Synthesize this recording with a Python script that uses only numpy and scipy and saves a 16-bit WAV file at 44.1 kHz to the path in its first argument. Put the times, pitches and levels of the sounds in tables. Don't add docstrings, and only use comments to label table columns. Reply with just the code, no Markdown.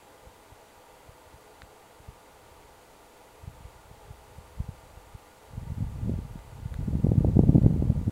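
import sys
import numpy as np
from scipy import signal
from scipy.fft import rfft, irfft, next_fast_len
from scipy.io import wavfile
from scipy.ndimage import uniform_filter1d

SR = 44100
rng = np.random.default_rng(int(sys.argv[2]) if len(sys.argv) > 2 else 0)


def to_wav(s):
    ch = np.atleast_2d(s).T
    pcm = np.round(np.clip(ch, -1, 1) * 32767)
    wavfile.write(sys.argv[1], SR, pcm.astype(np.int16))


N = 357651

# f/Hz, relative density/dB
HISS_SPECTRUM = [(30, -0.5), (120, -2), (230, -3), (450, -1), (750, -0.5), (950, -0.5), (1100, -5),
                 (1600, -8.5), (2500, -10), (4200, -14.5), (5200, -18), (7300, -15), (11000, -18),
                 (15700, -22.5)]
# f/Hz, width/Hz, rms level/dB
WHIRR_BANDS = [(303, 35, -70), (427.3, 17, -65), (502.4, 30, -63.5), (654, 30, -66.5), (821.6, 22, -65),
               (898, 42, -65), (949, 29, -69), (1020, 18, -78), (1190, 33, -69), (1422, 33, -71.5),
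               (2004, 59, -74.5), (4630, 80, -79)]
# t/s, level/dB
FLOW_CURVE = [(0, -67), (2.3, -65), (2.62, -58), (2.9, -64), (3.3, -65), (3.5, -46), (3.74, -56),
              (5.05, -54), (5.24, -65), (5.43, -63), (5.54, -44), (5.8, -34.5), (5.92, -39), (6.09, -30),
              (6.44, -47), (7.02, -27), (7.5, -20.5), (8.11, -29.5)]
# t/s, level/dB, f/Hz
BUFFET_HITS = [(0.273, -39.5, 65), (0.526, -42.5, 62), (0.775, -49, 60), (1.093, -39.5, 80),
               (1.276, -47, 65), (1.344, -42.5, 81), (1.635, -40.5, 102), (2.003, -44, 84),
               (2.089, -33, 86), (3.441, -34.5, 76), (3.479, -28, 90), (3.654, -35, 72), (3.914, -38, 102),
               (4.109, -31, 77), (4.386, -35, 95), (4.604, -20.5, 96), (4.691, -26, 105), (4.975, -39, 63),
               (5.151, -32, 85.6), (5.579, -24.5, 111), (5.721, -22, 100), (5.808, -19.6, 118),
               (5.827, -17.5, 104), (6.06, -20, 131), (6.096, -17, 210), (6.139, -17, 107),
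               (6.19, -23.5, 175), (6.358, -28, 142), (6.659, -23, 101), (6.792, -21, 107),
               (6.954, -14, 143), (7.048, -11, 160), (7.069, -15.5, 270), (7.119, -12.5, 235),
               (7.181, -8.5, 121), (7.248, -14, 305), (7.37, -7.5, 175), (7.393, -3, 205), (7.494, -5, 165),
               (7.56, -6.5, 167), (7.582, -9, 195), (7.664, -3.5, 170), (7.825, -15, 228), (7.9, -13, 115),
               (8.081, -14, 165)]
# t/s, tap level/dB, edge level/dB
FINGER_TAPS = [(1.6196, -32.5, -44), (6.3915, -45, -60), (6.7415, -34.5, -26)]
# f/Hz, gain/dB, t60/s
SHELL_MODES = [(1740, 5.5, 0.0024), (3800, -5, 0.0039)]


def from_db(db):
    return 10 ** (np.asarray(db) / 20)


def unit_rms(x):
    return x / np.sqrt(np.mean(x ** 2) + 1e-20)


def band_noise(order, low_hz, high_hz):
    band = signal.butter(order, [low_hz, high_hz], "band", fs=SR, output="sos")
    return unit_rms(signal.sosfilt(band, rng.standard_normal(N)))


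def hiss(rms_db=-56.5):
    points_hz, points_db = np.transpose(HISS_SPECTRUM)
    bins_hz = np.maximum(np.arange(N // 2 + 1) * SR / N, 1)
    shape = from_db(np.interp(np.log(bins_hz), np.log(points_hz), points_db))
    noise = irfft(rfft(rng.standard_normal(N)) * shape, N)
    return from_db(rms_db) * unit_rms(noise)


def whirr():
    return sum(from_db(db) * band_noise(1, hz - width_hz / 2, hz + width_hz / 2)
               for hz, width_hz, db in WHIRR_BANDS)


def flow_db(t_s, cluster_db=-17, rise_db_per_s=300, fall_db_per_s=260):
    power = from_db(np.interp(t_s, *np.transpose(FLOW_CURVE))) ** 2
    for hit_s, hit_db, _ in BUFFET_HITS:
        fade_db = np.maximum(rise_db_per_s * (hit_s - t_s), fall_db_per_s * (t_s - hit_s))
        power += from_db(hit_db + cluster_db - np.minimum(fade_db, 100)) ** 2
    return 10 * np.log10(power)


def eddies(times_s, heights, pitches_hz, skews_rad, order):
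    out, reach = np.zeros(N), SR // 30
    for centre_s, height, hz, skew_rad in zip(times_s, heights, pitches_hz, skews_rad):
        centre = int(centre_s * SR)
        span = np.arange(max(centre - reach, 0), min(centre + reach, N))
        t_s = span / SR - centre_s
        crossing_s = (2 * order + 1) / (4 * np.pi * hz)
        bump = np.real(np.exp(1j * skew_rad) * (1 - 1j * t_s / crossing_s) ** -(order + 1))
        taper = np.cos(np.pi / 2 * t_s * SR / reach) ** 2
        out[span] += height * bump * taper
    return out


def rumble(eddies_per_s=170, size_spread_db=5.0, pitch_spread_oct=0.433, tilt_db_per_oct=-2.5,
           surge_db=1.6, surge_s=0.04, calm_hz=70, breeze_db=-48, rise_oct_per_db=0.038, smooth_s=0.062):
    slots_s = np.arange(0, N, SR // 400) / SR
    step_s = slots_s[1]
    chance, delay, turn = rng.random((3, len(slots_s)))
    size, detune = np.clip(rng.standard_normal((2, len(slots_s))), -2.2, 2.2)
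    times_s = slots_s + delay * step_s
    born = chance < eddies_per_s * step_s
    surges = signal.lfilter([1], [1, -np.exp(-step_s / surge_s)], rng.standard_normal(len(slots_s)))
    strength_db = flow_db(slots_s) + surge_db * unit_rms(surges)
    detune_oct = pitch_spread_oct * detune
    pitches_hz = calm_hz * 2 ** (rise_oct_per_db * np.maximum(strength_db - breeze_db, 0) + detune_oct)
    heights = from_db(size_spread_db * size + tilt_db_per_oct * detune_oct)
    stream = eddies(times_s[born], heights[born], pitches_hz[born], 2 * np.pi * turn[born], order=3.02)
    window = int(smooth_s * SR)
    power = uniform_filter1d(uniform_filter1d(stream ** 2, window), window)
    envelope = from_db(np.interp(np.arange(N) / SR, slots_s, strength_db))
    return envelope * stream / np.sqrt(np.abs(power) + 1e-9)


def flutter(pressure, gain_db=-17.0, exponent=1.39, band_hz=(330, 560)):
    swing = np.abs(signal.hilbert(pressure, next_fast_len(N))[:N])
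    return from_db(gain_db) * band_noise(2, *band_hz) * swing ** exponent


def buffets(skew_rad=-0.55, skew_spread_rad=0.42, thud_gain_db=0.6,
            snap_db=-13.5, snap_ref_hz=198, snap_db_per_oct=18.5, snap_hz=560, snap_oct_per_db=0.02):
    times_s, levels_db, pitches_hz = np.transpose(BUFFET_HITS)
    skews_rad = skew_rad + skew_spread_rad * rng.standard_normal(len(times_s))
    thuds = eddies(times_s, from_db(levels_db + thud_gain_db), pitches_hz, skews_rad, order=2.8)
    snap_heights = from_db(levels_db + snap_db + snap_db_per_oct * np.log2(pitches_hz / snap_ref_hz))
    snap_pitches_hz = snap_hz * 2 ** (snap_oct_per_db * levels_db)
    snaps = eddies(times_s, snap_heights, snap_pitches_hz, skews_rad + np.pi / 2, order=3.8)
    return thuds + snaps


def wind(port_hz=1020, low_cut_hz=31, rumble_gain_db=-0.3):
    stream = from_db(rumble_gain_db) * rumble()
    pressure = stream + flutter(stream) + buffets()
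    averaged = signal.sosfiltfilt(signal.butter(5, port_hz, fs=SR, output="sos"), pressure)
    return signal.sosfilt(signal.butter(2, low_cut_hz, "high", fs=SR, output="sos"), averaged)


def shell_ring(taps, hz, t60_s):
    decay, step_rad = from_db(-60 / (t60_s * SR)), 2 * np.pi * hz / SR
    return signal.lfilter([0, np.sin(step_rad)], [1, -2 * decay * np.cos(step_rad), decay ** 2], taps + 1e-18)


def finger_ticks(band_hz=(520, 9500)):
    taps, edges = np.zeros((2, N))
    for t_s, tap_db, edge_db in FINGER_TAPS:
        taps[round(t_s * SR)] = from_db(tap_db)
        edges[round(t_s * SR)] = from_db(edge_db)
    ringing = sum(from_db(db) * shell_ring(taps, hz, t60_s) for hz, db, t60_s in SHELL_MODES)
    return signal.sosfilt(signal.butter(1, band_hz, "band", fs=SR, output="sos"), edges + ringing)


def scene():
    return (wind() + finger_ticks() + hiss() + whirr())[None]


def record(dry, cutoff_hz=15750):
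    return signal.sosfilt(signal.ellip(12, .1, 80, cutoff_hz, fs=SR, output="sos"), dry)


dry = scene()
out = record(dry)
to_wav(out)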